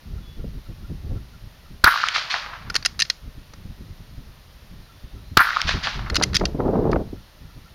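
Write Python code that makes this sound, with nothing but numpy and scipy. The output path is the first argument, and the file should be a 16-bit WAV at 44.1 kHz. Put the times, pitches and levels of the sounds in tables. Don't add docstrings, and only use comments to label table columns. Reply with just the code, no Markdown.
import sys
import numpy as np
from scipy import signal
from scipy.fft import rfft, irfft, next_fast_len
from scipy.io import wavfile
from scipy.ndimage import uniform_filter1d, map_coordinates

SR = 44100
rng = np.random.default_rng(int(sys.argv[2]) if len(sys.argv) > 2 else 0)


def master(y):
    cut = np.clip(np.atleast_2d(y).T, -1, 1)
    pcm = np.round(cut * 32767)
    wavfile.write(sys.argv[1], SR, pcm.astype(np.int16))


N = 341412

# start in seconds, level in dB, gain of the crop's scatter in dB.
SHOTS = [(1.8395, 0, 2), (5.3697, -.5, -1)]
# delay in seconds, relative level in dB, 60 dB decay in seconds.
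FRONTS = [(.0031, -1.5, 0.0012), (.0044, 10, 0.0016), (.0078, -13.5, .004)]
# delay in seconds, level in dB, frequency in Hz, 60 dB decay in seconds.
GAS_THUMPS = [(.0038, -12, 110, 0.027), (0.0343, -20.5, 300, 0.016)]
# delay in seconds, level in dB, fade in dB/s.
SIZZLES = [(0, -35.5, 300), (0.034, -25, 2001.5), (.044, -35, 230.5)]
# delay in seconds, level in dB, rise in seconds, hold in seconds, fade in dB/s.
REPORTS = [(0, -4, 0.0015, 0.0038, 3498.5), (0.022, -8.5, .006, .009, 650)]
# delay in seconds, peak in dB, mean centre frequency in Hz.
PINGS = [(.0074, -9, 1490), (0.0088, -4, 1415), (0.0233, -3, 1440), (0.0475, -17, 1570),
         (0.0495, -11.5, 1550), (0.0698, -17, 1550), (0.0758, -11, 1496), (0.083, -9.5, 1580),
         (0.101, -12, 1400), (0.1198, -11, 1270), (0.136, -11, 1480), (.145, -24, 1400), (.162, -15, 1510),
         (0.1934, -12, 1345), (0.199, -4, 1330), (0.215, -23, 1360), (0.227, -20, 1390), (.234, -15, 1380)]
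# delay in seconds, level in dB, hold in seconds, fade in dB/s.
TREE_ECHOES = [(0.298, -21, 0.0083, 169), (.456, -23.5, 0.0031, 125), (.52, -64, .005, 150)]
# delay in seconds, level in dB.
ROLLS = [(0.315, -33), (0.491, -26), (.615, -42.5), (0.686, -34)]
# delay in seconds, peak in dB.
SHARP_RETURNS = [(0.3103, -20.5), (0.3219, -6.5), (0.3418, -15), (.502, -6.5), (0.623, -21)]
# frequency in Hz, relative level in dB.
FRONT_COLOUR = [(30, -4), (130, -3), (320, -5), (700, -12.5), (1500, -12.5), (4200, -2), (6500, -11),
                (10000, -36), (16000, -10)]
REPORT_COLOUR = [(100, -29.5), (400, -37.5), (800, -15), (1100, -4.5), (1400, 7.5), (1800, -5.5),
                 (2400, -16.5), (5000, -94), (12000, -72)]
SCATTER_COLOUR = [(100, -38), (400, -27), (900, -6.5), (1600, 4), (2600, 2.5), (4500, 2.5), (5700, -6),
                  (7000, -18), (9000, -27.5), (13000, -48.5)]
ROLL_COLOUR = [(100, -21), (350, -14.5), (650, 1), (1200, 8), (2000, 1.5), (3500, -11), (6000, -25),
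               (12000, -63)]
TARGET_COLOUR = [(300, -34), (1100, -19.5), (1700, -10), (2200, 5), (3100, 2), (4000, -14), (5500, -1.5),
                 (7000, -19), (10000, -31.5), (14000, -39)]
THUD_COLOUR = [(15, 4), (50, 6), (130, -6.5), (300, -21), (1000, -55), (4000, -81.5)]
SIZZLE_COLOUR = [(3000, -33), (8000, -8.5), (9500, 6), (14500, 8.5), (16500, -14)]

# time from the end stop in seconds, level in dB, bass gain in dB, treble gain in dB.
LIFT_CONTACTS = [(-.0626, -15, 20, -4), (-.0192, -15.5, 10, 0), (-.0085, -4.5, 6, 3), (0, -2, 6.5, 0)]
DRAW_CONTACTS = [(-.034, -25, 17, -14), (-.0095, -6.5, 2.4, -6), (-.0048, -12, 3, 2.5), (0, -1.5, 4, 7.5)]
PUSH_CONTACTS = [(-.0284, -11, 7, -1), (-.0203, -8, 4, 3), (-.0135, -5.5, -10, -2), (0, 0, -5, -0.5),
                 (.03, -24, 4, -17)]
LOCK_CONTACTS = [(0, -3, 2.1, -5.5)]
# time of the end stop in seconds, gain in dB, stretch of the run-up.
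LIFTS = [(2.7615, -1, 1.0), (6.164, -0.5, 1.05)]
DRAWS = [(2.8588, 0, 1.0), (6.2342, 0, 1.08)]
PUSHES = [(3.02, 0, 1.0), (6.3652, 0, 0.77)]
LOCKS = [(3.0991, 0, 1.0), (6.4533, -4, 1.0)]
# start in seconds, level in dB, bass gain in dB, treble gain in dB.
STRAY_TICKS = [(3.5348, -35, 28.5, 8), (6.3312, -23, 18, -10), (6.9147, -25.5, -2, 0),
               (6.9286, -35, 0, -21)]
# frequency in Hz, bandwidth in Hz, relative level in dB.
STEEL_MODES = [(1406, 160, -3), (1586, 140, -6), (1830, 103, 2), (2100, 116, -2), (2500, 200, -2),
               (2810, 110, 4.5), (3233, 77, -1.5), (3880, 220, 1.5), (4230, 145, 5), (4600, 260, 3),
               (4850, 100, 4), (5120, 104, 4), (6070, 230, -1), (6670, 150, -10.5), (9150, 280, -11.5),
               (11240, 110, -13.5)]
# frequency in Hz, relative level in dB.
BOLT_COLOUR = [(100, -28), (400, -11.5), (900, -13), (1500, 1.5), (3000, -0.5), (4500, 6.5), (6000, 0),
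               (7000, -6), (12000, -28), (16000, -53)]

# time in seconds, level in dB.
BREEZE = [(0, -54), (.06, -39.5), (.75, -39), (1.17, -36), (1.3, -47), (1.8, -47), (1.97, -53), (2.5, -48),
          (2.7, -36.5), (3.1, -49.5), (3.85, -45.5), (4.4, -48.5), (4.65, -46), (4.8, -40), (4.95, -48.5),
          (5.3, -38), (5.47, -45.5), (5.9, -40), (6.0, -32), (6.95, -26), (7.28, -50), (7.74, -50.5)]
# start in seconds, hold in seconds, level in dB.
PUFFS = [(0.055, 0.066, -34), (0.13, 0.021, -36.5), (.23, .03, -42), (0.355, 0.038, -31.5),
         (0.416, 0.058, -30), (.565, 0.023, -35.5), (0.682, 0.027, -30), (.815, 0.04, -31),
         (0.88, 0.028, -31), (.94, 0.017, -34), (1.021, 0.048, -31), (1.09, 0.062, -29.5),
         (1.196, 0.024, -35), (1.408, 0.041, -35.5), (1.697, 0.011, -33), (2.957, 0.032, -37),
         (3.217, 0.066, -35.5), (3.34, .02, -36.5), (3.494, .08, -42), (3.644, 0.068, -35.5),
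         (3.798, 0.043, -35), (3.88, 0.027, -37), (3.985, .02, -38.5), (4.1, 0.013, -34.5),
         (4.166, 0.016, -40), (4.69, 0.04, -41), (5.028, 0.0077, -35.5), (5.125, 0.015, -34.5),
         (5.297, 0.028, -39.5), (5.64, 0.12, -28), (5.946, 0.042, -34.5), (6.098, 0.016, -22),
         (6.386, 0.044, -23), (7.086, 0.021, -35), (7.403, 0.038, -38), (7.554, 0.014, -34)]
GUSTS = [(6.167, 0.013, -25.5), (6.387, 0.018, -26), (6.569, .36, -23)]
# start in seconds, peak in dB.
EDDY_POPS = [(0.442, -22.5), (0.899, -24.5), (1.108, -26), (5.311, -28), (6.213, -9), (6.411, -12),
             (6.437, -12.5), (6.546, -19), (6.603, -11), (6.68, -16), (6.755, -14), (6.84, -16),
             (6.93, -8.5), (6.959, -12.5), (7.007, -20.5), (7.129, -22.5)]
# start and length in seconds, first and last pitch in Hz, level in dB.
WHISTLES = [(.21, 0.18, 3420, 3410, -54), (4.8, 0.095, 4020, 4050, -61), (4.905, 0.14, 3490, 3470, -63),
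            (5.04, 0.165, 3490, 3850, -63), (5.205, .16, 3980, 4220, -61), (7.05, 0.27, 4000, 4450, -67)]
# midpoint in seconds, level in dB.
CAWS = [(.18, -56), (.4, -57), (.67, -59), (.85, -56), (1.17, -52), (1.35, -56), (1.671, -57),
        (4.91, -53.5), (5.18, -55), (7.18, -55), (7.5, -56.5), (7.671, -56)]
# frequency in Hz, relative level in dB.
RUMBLE_COLOUR = [(12, -32), (20, 5.5), (54, 4.5), (163, -4.5), (282, -15), (348, -20.5), (386, -20.5),
                 (612, -40.5), (700, -42), (910, -54), (1540, -120)]
ROAR_COLOUR = [(40, -22), (150, 4), (430, 2.5), (700, -6), (1100, -18), (1700, -32.5), (3000, -55.5),
               (8000, -80)]
CAW_COLOUR = [(1000, -40), (1300, 2), (1390, 12), (1480, -38), (1800, -47)]
HISS_COLOUR = [(180, -25.5), (300, -11.5), (470, -8.5), (614, -5), (656, -8.5), (1390, -9), (1640, -11.5),
               (1810, -8.5), (2170, -12), (4160, -11), (5700, -15.5), (7820, -27.5), (9090, -22.5),
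               (14500, -21), (16000, -31.5)]
# frequency in Hz, gain in dB.
MICROPHONE_NOTCH = [(6900, 0), (7400, -2.5), (7750, -19.5), (8050, -8.5), (8450, -3), (9000, -0.5)]


def rifle():
    out, t = np.zeros(N), np.arange(2 * SR) / SR
    for start, db, crop_db in SHOTS:
        add(out, start, amp(db) * (blast(t) + report_and_echoes(t, crop_db)))
    return out


def blast(t):
    out = np.zeros(len(t))
    for delay, db, t60 in FRONTS:
        add(out, delay, amp(db + 8) * pulse(FRONT_COLOUR, t60))
    for delay, db, hz, t60 in GAS_THUMPS:
        add(out, delay, -amp(db - 60 * t / t60) * np.sin(2 * np.pi * hz * t))
    thud = steadied(noise(THUD_COLOUR, len(t)), 0.015) * amp(-22.5 - 60 * t / 0.09)
    bursts = [amp(db) * swell(t, delay, rise=0.00105, hold=0, fade=fade) for delay, db, fade in SIZZLES]
    sizzle = power_sum(bursts) * noise(SIZZLE_COLOUR, len(t))
    return out + thud + sizzle


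def report_and_echoes(t, crop_db):
    size = len(t)
    onset_s, flight_s = 0.0013, 0.21
    report = [amp(db) * swell(t, delay, rise, hold, fade) for delay, db, rise, hold, fade in REPORTS]
    linger = amp(-20.5) * swell(t, 0, onset_s, hold=0, fade=62)
    hollow_noise = steadied(noise(REPORT_COLOUR, size), 0.003)
    out = power_sum(report + [linger]) * hollow_noise * amp(-0.5 + 1.6 * wobble(220, size))

    near_leaves = amp(-19.5) * swell(t, 0, onset_s, hold=0, fade=382.5)
    crop = amp(-31 + crop_db) * swell(t, 0, onset_s, hold=flight_s, fade=45)
    out += power_sum([near_leaves, crop]) * noise(SCATTER_COLOUR, size) * amp(1.7 * wobble(397.6, size))

    trees = [amp(db) * swell(t, delay, 0.013, hold, fade) for delay, db, hold, fade in TREE_ECHOES]
    out += power_sum(trees) * bough_scatter(size, spread_db=6)

    rolls = [amp(db) * swell(t, delay, rise=0.0087, hold=0.0044, fade=380) for delay, db in ROLLS]
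    diffuse_roll = amp(-40) * swell(t, 0, onset_s, hold=0.65, fade=39)
    out += power_sum(rolls + [diffuse_roll]) * noise(ROLL_COLOUR, size) * amp(2 * wobble(150.3, size))

    for delay, db, centre_hz in PINGS:
        add(out, delay, amp(db) * ping(centre_hz * (1 + 0.11 * rng.standard_normal())))
    add(out, 0.2468, amp(-4) * pulse(TARGET_COLOUR, t60=0.003))
    for delay, db in SHARP_RETURNS:
        add(out, delay, amp(db) * pulse(ROLL_COLOUR, t60=0.008))
    return out


def ping(centre_hz):
    report_hz = max(REPORT_COLOUR, key=lambda point: point[1])[0]
    retuned = [(hz * centre_hz / report_hz, db) for hz, db in REPORT_COLOUR]
    ring = coloured(signal.unit_impulse(SR // 16), retuned)
    return ring / np.abs(ring).max()


def bough_scatter(size, spread_db):
    strengths = amp(spread_db * np.minimum(rng.standard_normal(size), 3))
    return unit(coloured(strengths * rng.standard_normal(size), SCATTER_COLOUR))


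def bolt():
    out, t = np.zeros(N), np.arange(SR // 4) / SR
    bin_hz = np.fft.rfftfreq(len(t), 1 / SR)
    for start, db, bass_db, treble_db in bolt_contacts() + STRAY_TICKS:
        contact_t = t * amp(db) ** 0.079
        contact = (1 - np.exp(-contact_t / 0.00091)) ** 2 * amp(-60 * contact_t / 0.013)
        rattle = contact * steadied(rng.standard_normal(len(t)), 0.0006)
        modes = [(hz, width, mode_db + rng.normal(0, 3.6)) for hz, width, mode_db in STEEL_MODES]
        crack = coloured(contact * steadied(rng.standard_normal(len(t)), 0.001), BOLT_COLOUR)
        clack = amp(1) * ringing(rattle, modes) + amp(-0.5) * crack
        tilt = [(600, bass_db), (3000, 0.00056), (5000, 0.01), (11000, treble_db)]
        clack = irfft(rfft(clack) * gain_at(tilt, bin_hz), len(t))
        scatter = noise(BOLT_COLOUR, len(t)) * (1 - np.exp(-t / 0.0014)) * amp(-60 * t / 0.27)
        add(out, start, amp(db) * (clack + amp(-39) * scatter))
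    return out


def bolt_contacts():
    cycle = [(LIFT_CONTACTS, LIFTS), (DRAW_CONTACTS, DRAWS),
             (PUSH_CONTACTS, PUSHES), (LOCK_CONTACTS, LOCKS)]
    return [(stop + (offset * stretch if offset < 0 else offset), stroke_db + db, bass_db, treble_db)
            for contacts, strokes in cycle
            for stop, stroke_db, stretch in strokes
            for offset, db, bass_db, treble_db in contacts]


def ringing(x, modes):
    f = np.fft.rfftfreq(len(x), 1 / SR)
    body = sum((-1) ** k * amp(db) * 1j * f * width / (hz * hz - f * f + 1j * f * width)
               for k, (hz, width, db) in enumerate(modes))
    return irfft(rfft(x) * body / np.sqrt(np.mean(np.abs(body) ** 2)), len(x))


def wind():
    t = np.arange(N) / SR
    puffs = [amp(db) * swell(t, start, rise=0.012, hold=hold, fade=422) for start, hold, db in PUFFS]
    gusts = [amp(db) * swell(t, start, rise=0.028, hold=hold, fade=189) for start, hold, db in GUSTS]
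    breeze = amp(np.interp(t, *np.transpose(BREEZE)))
    force = power_sum([breeze] + puffs) * amp(3.24 * wobble(25, N))
    rumble = amp(-0.5) * force * steadied(noise(RUMBLE_COLOUR, N), 0.052)
    roar = power_sum(gusts) * amp(2.6 * wobble(90, N)) * steadied(noise(ROAR_COLOUR, N), 0.03)
    flutter_gain = amp(-24.5) * force * (force / amp(-28.5)) ** 1.6
    flutter = flutter_gain * amp(4.3 * wobble(35, N)) * steadied(noise(ROAR_COLOUR, N), 0.065)
    out = rumble + roar + flutter
    for start, db in EDDY_POPS:
        speed = amp(db + 18) ** 0.81
        colour = [(hz * speed, band_db) for hz, band_db in ROAR_COLOUR]
        add(out, start, amp(db) * pulse(colour, t60=0.06 / speed))
    return out


def birds():
    out = np.zeros(N)
    for start, length, first_hz, last_hz, db in WHISTLES:
        progress = np.linspace(0, 1, int(length * SR))
        hz = (first_hz + (last_hz - first_hz) * progress) * (1 + 0.003 * wobble(68, len(progress)))
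        arch = np.sqrt(np.abs(np.sin(np.pi * progress)))
        envelope = amp(db + 2.5 * wobble(23.6, len(progress))) * arch
        add(out, start, envelope * np.sin(2 * np.pi * np.cumsum(hz) / SR))
    window = np.hanning(int(0.055 * SR))
    for midpoint, db in CAWS:
        add(out, midpoint - len(window) / SR / 2, amp(db) * window * noise(CAW_COLOUR, len(window)))
    return out


def amp(db):
    return 10 ** (np.asarray(db) / 20)


def unit(x):
    return x / np.sqrt(np.mean(x ** 2) + 1e-20)


def gain_at(colour, hz):
    knot_hz, db = np.transpose(colour)
    return amp(np.interp(np.log(hz + 1), np.log(knot_hz + 1), db))


def coloured(x, colour):
    size = 2 * next_fast_len(len(x) // 2 + 4096)
    gain = unit(gain_at(colour, np.fft.rfftfreq(size, 1 / SR)))
    cepstrum = irfft(np.log(gain + 1e-6))
    cepstrum[1:size // 2] *= 2
    cepstrum[size // 2 + 1:] = 0
    return irfft(rfft(x, size) * np.exp(rfft(cepstrum)))[:len(x)]


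def noise(colour, size):
    gain = gain_at(colour, np.fft.rfftfreq(size, 1 / SR))
    return unit(irfft(rfft(rng.standard_normal(size)) * gain, size))


def steadied(x, seconds):
    return x / np.sqrt(np.abs(uniform_filter1d(x ** 2, max(int(seconds * SR), 2))) + 1e-9)


def wobble(rate, size):
    knots = rng.standard_normal(int(size * rate / SR) + 4)
    return map_coordinates(knots, [np.arange(size) * rate / SR])


def pulse(colour, t60):
    t = np.arange(SR // 16) / SR
    burst = coloured(steadied(rng.standard_normal(len(t)), 0.0002) * amp(-60 * t / t60), colour)
    return burst / np.abs(burst).max()


def swell(t, start, rise, hold, fade):
    return np.clip((t - start) / rise, 0, 1) * amp(-fade * np.maximum(t - start - rise - hold, 0))


def power_sum(gains):
    return np.sqrt(sum(gain ** 2 for gain in gains))


def add(track, start, x):
    part = track[max(round(start * SR), 0):][:len(x)]
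    part += x[:len(part)]


def scene():
    hiss = amp(-54) * noise(HISS_COLOUR, N)
    return (rifle() + bolt() + wind() + birds() + hiss)[None]


def record(dry):
    top_hz, taper_hz = 16600, 700
    size = next_fast_len(N + SR // 2)
    hz = np.fft.rfftfreq(size, 1 / SR)
    notched = irfft(rfft(dry, size) * gain_at(MICROPHONE_NOTCH, hz), size)
    clipped = np.clip(notched, -1, 1)
    low_pass = np.sin(np.pi / 2 * np.clip((top_hz - hz) / taper_hz, 0, 1)) ** 2
    return irfft(rfft(clipped) * low_pass, size)[:, :N]


dry = scene()
out = record(dry)
master(out)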